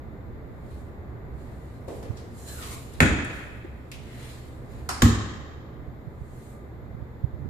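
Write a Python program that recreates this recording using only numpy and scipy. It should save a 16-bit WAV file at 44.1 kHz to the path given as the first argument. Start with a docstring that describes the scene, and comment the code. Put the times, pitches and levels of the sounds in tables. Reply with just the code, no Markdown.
"""A bare hallway, where two louvered wooden closet doors are pulled round and shut close to two microphone ports.
Each contact is a noise crack, a diffuse ring dying band by band, damped panel modes and a hollow noise boom.
Taps are short noise bands with the same ring; feet and sleeves are fluttering noise with gliding narrow bands.
Air handling is shaped noise with narrow hums over a hiss; moving air puffs on the right port as short pulses."""
import sys
import numpy as np
from scipy import signal
from scipy.fft import rfft, irfft, next_fast_len
from scipy.io import wavfile
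from scipy.ndimage import uniform_filter1d, map_coordinates

SR = 44100
rng = np.random.default_rng(int(sys.argv[2]) if len(sys.argv) > 2 else 0)


def dump(signal):
    """Clip the signal to [-1, 1] and save it as 16-bit WAV at the path in sys.argv[1]."""
    limited = np.clip(np.atleast_2d(signal).T, -1, 1)
    pcm = np.round(limited * 32767).astype(np.int16)
    wavfile.write(sys.argv[1], SR, pcm)


N = 330370


def amp(db):
    """Level to amplitude: 20 dB is a factor of ten."""
    return 10 ** (np.asarray(db) / 20)


def unit(x):
    """Normalization to an rms of 1, the square root of the mean power."""
    return x / np.sqrt(np.mean(x ** 2) + 1e-20)


def along(points, hz):
    """Spectral interpolation: (f/Hz, value) points joined by straight lines on a log frequency axis."""
    f, value = np.transpose(points)
    return np.interp(np.log(hz + 1), np.log(f + 1), value)


def wobble(rate, size=N):
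    """Slow random fluctuation: a smooth curve through random knots, rate of them per second."""
    knots = rng.standard_normal(int(size * rate / SR) + 4)
    return map_coordinates(knots, [np.arange(size) * rate / SR])


def filtered(x, response):
    """Linear filtering: the spectrum is multiplied by a response of frequency."""
    m = next_fast_len(x.shape[-1] + 8192)
    spectrum = rfft(x, m) * response(np.fft.rfftfreq(m, 1 / SR))
    return irfft(spectrum, m)[..., :x.shape[-1]]


def diffuse(gain, size=N):
    """Diffuse field: stereo noise of rms 1 whose coherence between the ports is high in the bass only."""
    # correlation of the two ports: f/Hz, left-right likeness (-1 to 1)
    likeness = [(60, 0.79), (180, 1), (550, 0.52), (1650, -0.085), (4970, 0.045), (15000, -0.069)]

    def mid_side_gain(hz):
        turn = np.arccos(np.clip(along(likeness, hz), -1, 1)) / 2
        return gain(hz) * [np.cos(turn), np.sin(turn)]

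    mid, side = filtered(rng.standard_normal((2, size)), mid_side_gain)
    return unit(np.array([mid + side, mid - side]))


def add(out, s, sound):
    """Superposition: the pressure of a sound starting at s seconds adds to what is there."""
    start = round(s * SR)
    part = out[:, start:start + sound.shape[-1]]
    part += sound[..., :part.shape[-1]]


def air():
    """Slowly varying broadband noise: the building's rumble, with narrow-band hums and microphone hiss."""
    # rumble spectrum: f/Hz, relative level/dB
    rumble_colour = [(12, -51.5), (20, 7), (42, -10), (64, 6.5), (91, -3.5), (115, -2), (186, -10),
                     (224, -7), (254, -9), (385, -11), (942, -22.5), (1020, -22), (1180, -25.5),
                     (2040, -29), (2900, -46), (3770, -84.5), (6380, -120)]
    # rumble level before its waver: t/s, level/dB
    rumble_level = [(0, -39.5), (2.9, -39), (3.7, -42.5), (4.8, -39.5), (5.7, -40), (6.4, -41),
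                    (7.49, -40.5)]
    # hums: centre f/Hz, half-width f/Hz to 1/e, level/dB
    hums = [(73, 11, -50.5), (122.9, 7.2, -50), (1196, 23, -67.5), (2060, 21, -74.5)]
    # microphone hiss spectrum: f/Hz, relative level/dB
    hiss_colour = [(1590, -20), (2700, -13.5), (3030, -4), (3650, 0.5), (4370, -4.5), (5990, -15),
                   (7060, -7), (8700, -19), (12700, -9.5), (14200, -4), (15000, -12)]
    waver_db = .6 * wobble(5)
    level = amp(np.interp(np.arange(N) / SR, *np.transpose(rumble_level)) + waver_db)
    rumble = diffuse(lambda hz: amp(along(rumble_colour, hz)) * (hz < 4000))
    hum = sum(amp(db) * diffuse(lambda hz: np.exp(-((hz - centre_hz) / width_hz) ** 2))
              for centre_hz, width_hz, db in hums)
    hiss = amp(-70.0) * diffuse(lambda hz: amp(along(hiss_colour, hz)))
    return level * rumble + hum + hiss


def right_port():
    """Flow noise: air past the right port makes a lumpy low draught and short pressure pulses."""
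    # draught spectrum: f/Hz, relative level/dB
    draught_colour = [(15, -29), (40, -4), (90, -2), (180, -14), (400, -40)]
    # draught level: t/s, level/dB
    draught_level = [(0, -41.5), (1.5, -44.5), (2.2, -46), (3.5, -48), (5.499, -44.5), (6.7, -43),
                     (7.2, -42.5), (7.49, -34.5)]
    # puffs: t/s near the middle, level/dB before push and envelope, swing f/Hz,
    # push (sign and factor), half-length to 1/e in cycles
    puffs = [(1.354, -29, 60, -1, 0.97), (2.107, -12.5, 92, 0.7, 0.65), (5.887, -23.5, 112, 1, 0.49),
             (6.079, -23, 119.3, 0.93, 0.8), (6.22, -21.5, 88.7, 0.69, 0.58), (6.952, -24, 112.6, -1, 0.45),
             (7.026, -22, 93, 1, 0.5), (7.246, -8.5, 98.3, 1, 0.58), (7.343, -24, 74, -1.3, 0.64),
             (7.46, -20, 200, -1.12, 0.39)]
    out = np.zeros((2, N))
    lumps = amp(4 * wobble(10))
    level = amp(np.interp(np.arange(N) / SR, *np.transpose(draught_level)))
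    draught = diffuse(lambda hz: amp(along(draught_colour, hz)) * (hz < 1000))[1]
    out[1] = level * unit(lumps * draught)
    for s, db, hz, push, length in puffs:
        reach = round(1.5 * SR / hz)
        cycles = np.arange(-reach, reach) * hz / SR
        envelope = np.exp(-(cycles / length) ** 2)
        pulse = -push * amp(db) * np.sin(2 * np.pi * cycles - .3) * envelope
        add(out[1:], s - 1.563 / hz, pulse)
    return out


def patchy(x, depth_db):
    """Irregular friction: the rubbing surfaces change their grip, so bands swell and sink in patches."""
    z = signal.stft(x, nperseg=512)[2]
    field = uniform_filter1d(rng.standard_normal(z.shape[1:]), size=4, axis=0)  # across frequency
    field = uniform_filter1d(field, size=12, axis=1)  # across time
    return unit(signal.istft(z * amp(depth_db * unit(field)), nperseg=512)[1][:, :N])


def stroke(s, rise, hold, fall, db):
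    """Exponential growth and decay: the level/dB of one stroke is a straight rise, hold and fall."""
    t = np.arange(N) / SR
    swell_db = 20  # gained over the rise time, lost over the fall time
    outside = np.maximum((s - t) / rise, (t - s - hold) / fall)
    return db - swell_db * np.maximum(0, outside)


def brushing():
    """Friction noise: soles and cloth slide in two fluttering bands; some slides sound a gliding hollow."""
    # slides: t/s at full level, rise t/s, hold t/s, fall t/s, swish level/dB, lower band level/dB re swish
    slides = [(0.72, 0.23, 0.063, .25, -66.5, 1.5), (1.40, 0.13, 0.34, 0.87, -69, 2),
              (1.885, 0.017, 0.076, 0.29, -60.5, -1), (2.173, 0.022, .01, .25, -67, 8),
              (2.39, .07, 0.042, 0.088, -54, -6.5), (2.48, 0.037, 0.25, 0.23, -45.5, -3.5),
              (2.94, 0.073, .05, .03, -65.5, 7.5), (3.35, .15, .01, 0.32, -57, 2),
              (4.24, 0.34, 0.071, 0.36, -54.5, 4), (4.72, 0.085, 0.076, 0.32, -65, 3.5),
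              (6.38, 0.29, 0.14, 0.17, -62.5, -4.5)]
    # swish spectrum: f/Hz, relative level/dB
    swish_colour = [(3470, -18), (5900, -9.5), (7200, 0.5), (8030, -4), (9030, -3.5), (14000, -9.5),
                    (14800, -11), (15000, -37)]
    # lower band spectrum: f/Hz, relative level/dB
    body_colour = [(1350, 0), (2300, 1.5), (2710, -0.5), (2950, 0.5), (3480, -1), (4080, 1.5), (6000, -10),
                   (7800, -38), (13200, -120)]
    # gliding hollows: t/s at full level, rise t/s, hold t/s, fall t/s, level/dB,
    # first f/Hz, last f/Hz, half-width f/Hz to 1/e
    scuffs = [(2.475, .02, .04, .15, -52, 4140, 4100, 200),
              (2.501, 0.054, 0.05, .05, -51.5, 1660, 1610, 150),
              (2.586, 0.037, .08, .08, -46.5, 1420, 1123, 220),
              (2.61, 0.055, 0.16, .1, -53.5, 1803, 2290, 280),
              (2.713, 0.063, .04, 0.24, -50.5, 1148, 1108, 300),
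              (4.124, 0.15, 0.12, .3, -56, 1880, 1975, 450)]

    def rubbed(colour):
        return patchy(diffuse(lambda hz: amp(along(colour, hz))), depth_db=1.9)

    swish = sum(amp(stroke(*shape)) for *shape, low_db in slides) * rubbed(swish_colour)
    body = sum(amp(stroke(*shape) + low_db) for *shape, low_db in slides) * rubbed(body_colour)
    for s, rise, hold, fall, db, *ends_hz, width_hz in scuffs:
        part = slice(round((s - 1) * SR), round((s + 1) * SR))
        glide_hz = np.interp(np.arange(N)[part] / SR, [s, s + hold], ends_hz)
        phase = 2 * np.pi * np.cumsum(glide_hz) / SR
        # slow noise on a gliding carrier is a narrow band about it
        slow = rng.standard_normal((2, 2, len(phase)))
        slow = unit(filtered(slow, lambda hz: np.exp(-(hz / width_hz) ** 2)))
        hollow = slow[0] * np.cos(phase) + slow[1] * np.sin(phase)
        body[:, part] += amp(stroke(s, rise, hold, fall, db)[part]) * hollow
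    flutter = unit(amp(.5 * wobble(30) + .5 * wobble(110)))
    return flutter * (swish + body)


def strike(gain, crack_db, crack_t60, lead_ms, ring_db):
    """Impact and reverberation: direct crack, near walls' answer, then rooms decaying band by band."""
    # reverberation: f/Hz, decay t60/s
    rooms = [(60, 0.32), (250, 1.8), (1000, 1.35), (3000, 1.325), (7000, 0.89), (14000, 0.13)]
    waver_db, waver_per_s = 1, 90  # slow random waver makes the ring uneven
    t = np.arange(SR) / SR

    hz, frames, z = signal.stft(diffuse(gain, size=SR), SR, nperseg=256)
    room_decay = amp(-60 * frames / along(rooms, hz)[:, None])
    early_decay = 1.08 * amp(-60 * frames / 0.31)
    tail = signal.istft(z * (room_decay + early_decay), SR, nperseg=256)[1][:, :SR]
    tail *= 1 - np.exp(-t / 0.0029)
    waver = np.array([wobble(waver_per_s, size=SR), wobble(waver_per_s, size=SR)])
    tail *= amp(ring_db + waver_db * waver)

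    def led(f):  # half the lead advances the left port, half delays the right
        return gain(f) * np.exp(1j * np.pi * f * lead_ms / 1000 * np.array([[1], [-1]]))

    direct = unit(filtered(rng.standard_normal(4096), led))
    near_walls = 0.63 * diffuse(gain, size=4096)
    start = t[:4096]
    envelope = amp(crack_db - 60 * start / crack_t60) * (1 - np.exp(-start / 0.0012))
    tail[:, :4096] += envelope * (direct + near_walls)
    return tail


def taps():
    """Band-limited impacts: fingers, hinges and slats knock, each a noise band about its centre."""
    # knocks: t/s, crack level/dB before its envelope, centre f/Hz, width in octaves,
    # broad click level/dB re band, ring level/dB re crack
    knocks = [(1.880, -34.5, 388, 0.66, -18, -5), (2.026, -40, 450, 0.59, -3, -10),
              (2.17, -47.5, 4770, 0.56, -22.5, -15), (2.62, -51.5, 3000, 0.88, -20, 2.5),
              (2.934, -48, 8000, 0.51, -25, -22), (2.987, -61, 7940, 1.2, -25, -24.5),
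              (3.245, -40, 7900, 0.3, -18, -21), (3.647, -33, 340, 0.21, -34, -23),
              (3.9152, -34.5, 2530, 0.24, 0, -16), (4.901, -31.5, 1300, 0.96, -20, -23.5)]
    crack_t60_s, left_lead_ms = 0.043, 0.395
    click_db_per_octave = 4.5  # the broad click weakens away from the centre
    out = np.zeros((2, N))
    for s, db, centre_hz, width, click_db, ring_db in knocks:
        def band(hz):
            octaves = np.abs(np.log2((hz + 1) / centre_hz))
            click = amp(click_db - click_db_per_octave * octaves)
            return np.exp(-.5 * (octaves / width) ** 2) + click

        add(out, s, strike(band, db, crack_t60_s, left_lead_ms, db + ring_db))
    return out


def resonant(colour, peaks):
    """Spectral superposition: the power of resonant peaks adds to that of a broad colour."""
    def gain(hz):
        peak_power = sum(amp(2 * db) / (1 + (2 * (hz - centre_hz) / width_hz) ** 4)
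                         for centre_hz, width_hz, db in peaks)
        return np.sqrt(amp(2 * along(colour, hz)) + peak_power)

    return gain


def doors():
    """Impact excitation of plates: each contact cracks and rings; the panel bends and booms a little later."""
    # left door shuts, right catch touches and barely moves its panel, right door shuts:
    # t/s, crack level/dB before its envelope, crack t60/s, left port lead t/ms, ring level/dB before decay,
    # boom delay t/s, boom level/dB, hollow level/dB re boom
    contacts = [(3.0034, -2, 0.017, 0.4, -23, 0.00488, -16, -2.5),
                (4.8895, -20, 0.036, -0.18, -35, 0.0029, -57.5, 7.5),
                (5.0198, -9.5, 0.035, .43, -26.5, 0.00707, -12.5, -9)]
    # broad spectra of the contacts: f/Hz, relative level/dB
    left_colour = [(300, -12.5), (500, -6), (1200, -9), (1400, -5), (2550, -3.5), (2850, -15.5),
                   (4300, -19), (5000, -22.5), (6000, -23.5), (8000, -20.5), (12000, -30), (14400, -31)]
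    catch_colour = [(250, -8), (450, -13.5), (900, -6), (1940, -9), (3450, -17), (4300, -11.5),
                    (6200, -14.5), (9000, -12), (12000, -20), (14500, -24)]
    right_colour = [(300, -7.5), (500, -9), (700, -23), (1500, -16), (2300, -17.5), (4600, -18),
                    (5900, -21), (8000, -24), (10200, -23), (11400, -30.5), (14000, -18)]
    # resonant peaks of each contact as picked up, microphone colour included, on the same scale:
    # f/Hz, width f/Hz at half power, level/dB
    left_peaks = [(1306, 98, -4.5), (1470, 72, 1), (1750, 320, -1), (2020, 580, -12.5), (2200, 76, -14),
                  (2520, 170, -5), (3290, 350, -11.5), (3750, 87, -13), (6940, 710, -14.5)]
    catch_peaks = [(767, 96, 0), (1249, 510, -0.5), (4750, 280, -7), (5400, 270, -4), (6800, 300, -12.5)]
    right_peaks = [(793, 106, -9), (1155, 240, -2.5), (1760, 440, -7), (2790, 44, -14.5), (3170, 230, -12),
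                   (3760, 220, -11.5), (4190, 54, -13), (5190, 100, -14), (5610, 70, -20.5),
                   (6170, 120, -23), (7030, 1260, -13)]
    # modes of the door panels: f/Hz, level/dB re boom, decay t60/s
    left_panel = [(64.1, -8, 0.93), (102, 1, 0.24), (151.4, 0, 0.29), (229, -21, 0.98), (244, 0, 0.13),
                  (297.4, -11.5, 0.23)]
    right_panel = [(63, -3, 0.57), (102, 1, 0.62), (149.5, -28, 0.23), (215.4, -17.5, 1), (233.2, 2, 0.34),
                   (293.5, -16.5, 0.22)]
    # the closet's hollow answer: f/Hz, relative level/dB
    hollow_colour = [(22, -37.5), (38, -12), (70, -2), (110, -6), (200, -9), (300, -7), (400, -18),
                     (520, -28), (800, -37), (1500, -110)]

    out, t = np.zeros((2, N)), np.arange(SR) / SR
    bodies = [(resonant(left_colour, left_peaks), left_panel),
              (resonant(catch_colour, catch_peaks), right_panel),
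              (resonant(right_colour, right_peaks), right_panel)]
    for (gain, panel), (s, *crack_and_ring, delay, boom_db, hollow_db) in zip(bodies, contacts):
        add(out, s, strike(gain, *crack_and_ring))
        boom = sum(amp(db - 60 * t / t60) * np.sin(2 * np.pi * hz * t) for hz, db, t60 in panel)
        hollow = amp(hollow_db) * diffuse(lambda hz: amp(along(hollow_colour, hz)), size=SR)
        hollow *= amp(-60 * t / 0.62) + amp(-5.5 - 60 * t / 1.04)  # double-slope decay
        onset = 1 - np.exp(-t / 0.0018)
        add(out, s + delay, amp(boom_db) * (boom + hollow) * onset)
    return out


def scene():
    """Superposition of everything that reaches the two ports."""
    return air() + right_port() + brushing() + taps() + doors()


def record(dry):
    """Transducer response: the two ports colour sound differently and pass a limited band."""
    # port mismatch: f/Hz, level/dB of left minus right
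    mismatch = [(60, -3), (99, 1.5), (160, -2.5), (270, 0), (450, -1.5), (740, 2), (1220, -1), (2010, 1),
                (3330, 0.5), (5500, -2), (9080, 0), (15000, -3.5)]
    top_hz = 15600  # nothing passes above

    def response(hz):
        tilt = amp(along(mismatch, hz) / 2 * np.array([[1], [-1]]))
        treble_roll = amp(-25 * np.clip((hz - 14500) / 300, 0, 1))
        bass_roll = hz ** 2 / (hz ** 2 + 26 ** 2)
        return tilt * treble_roll * bass_roll * (hz < top_hz)

    return filtered(dry, response)


dry = scene()
out = record(dry)
dump(out)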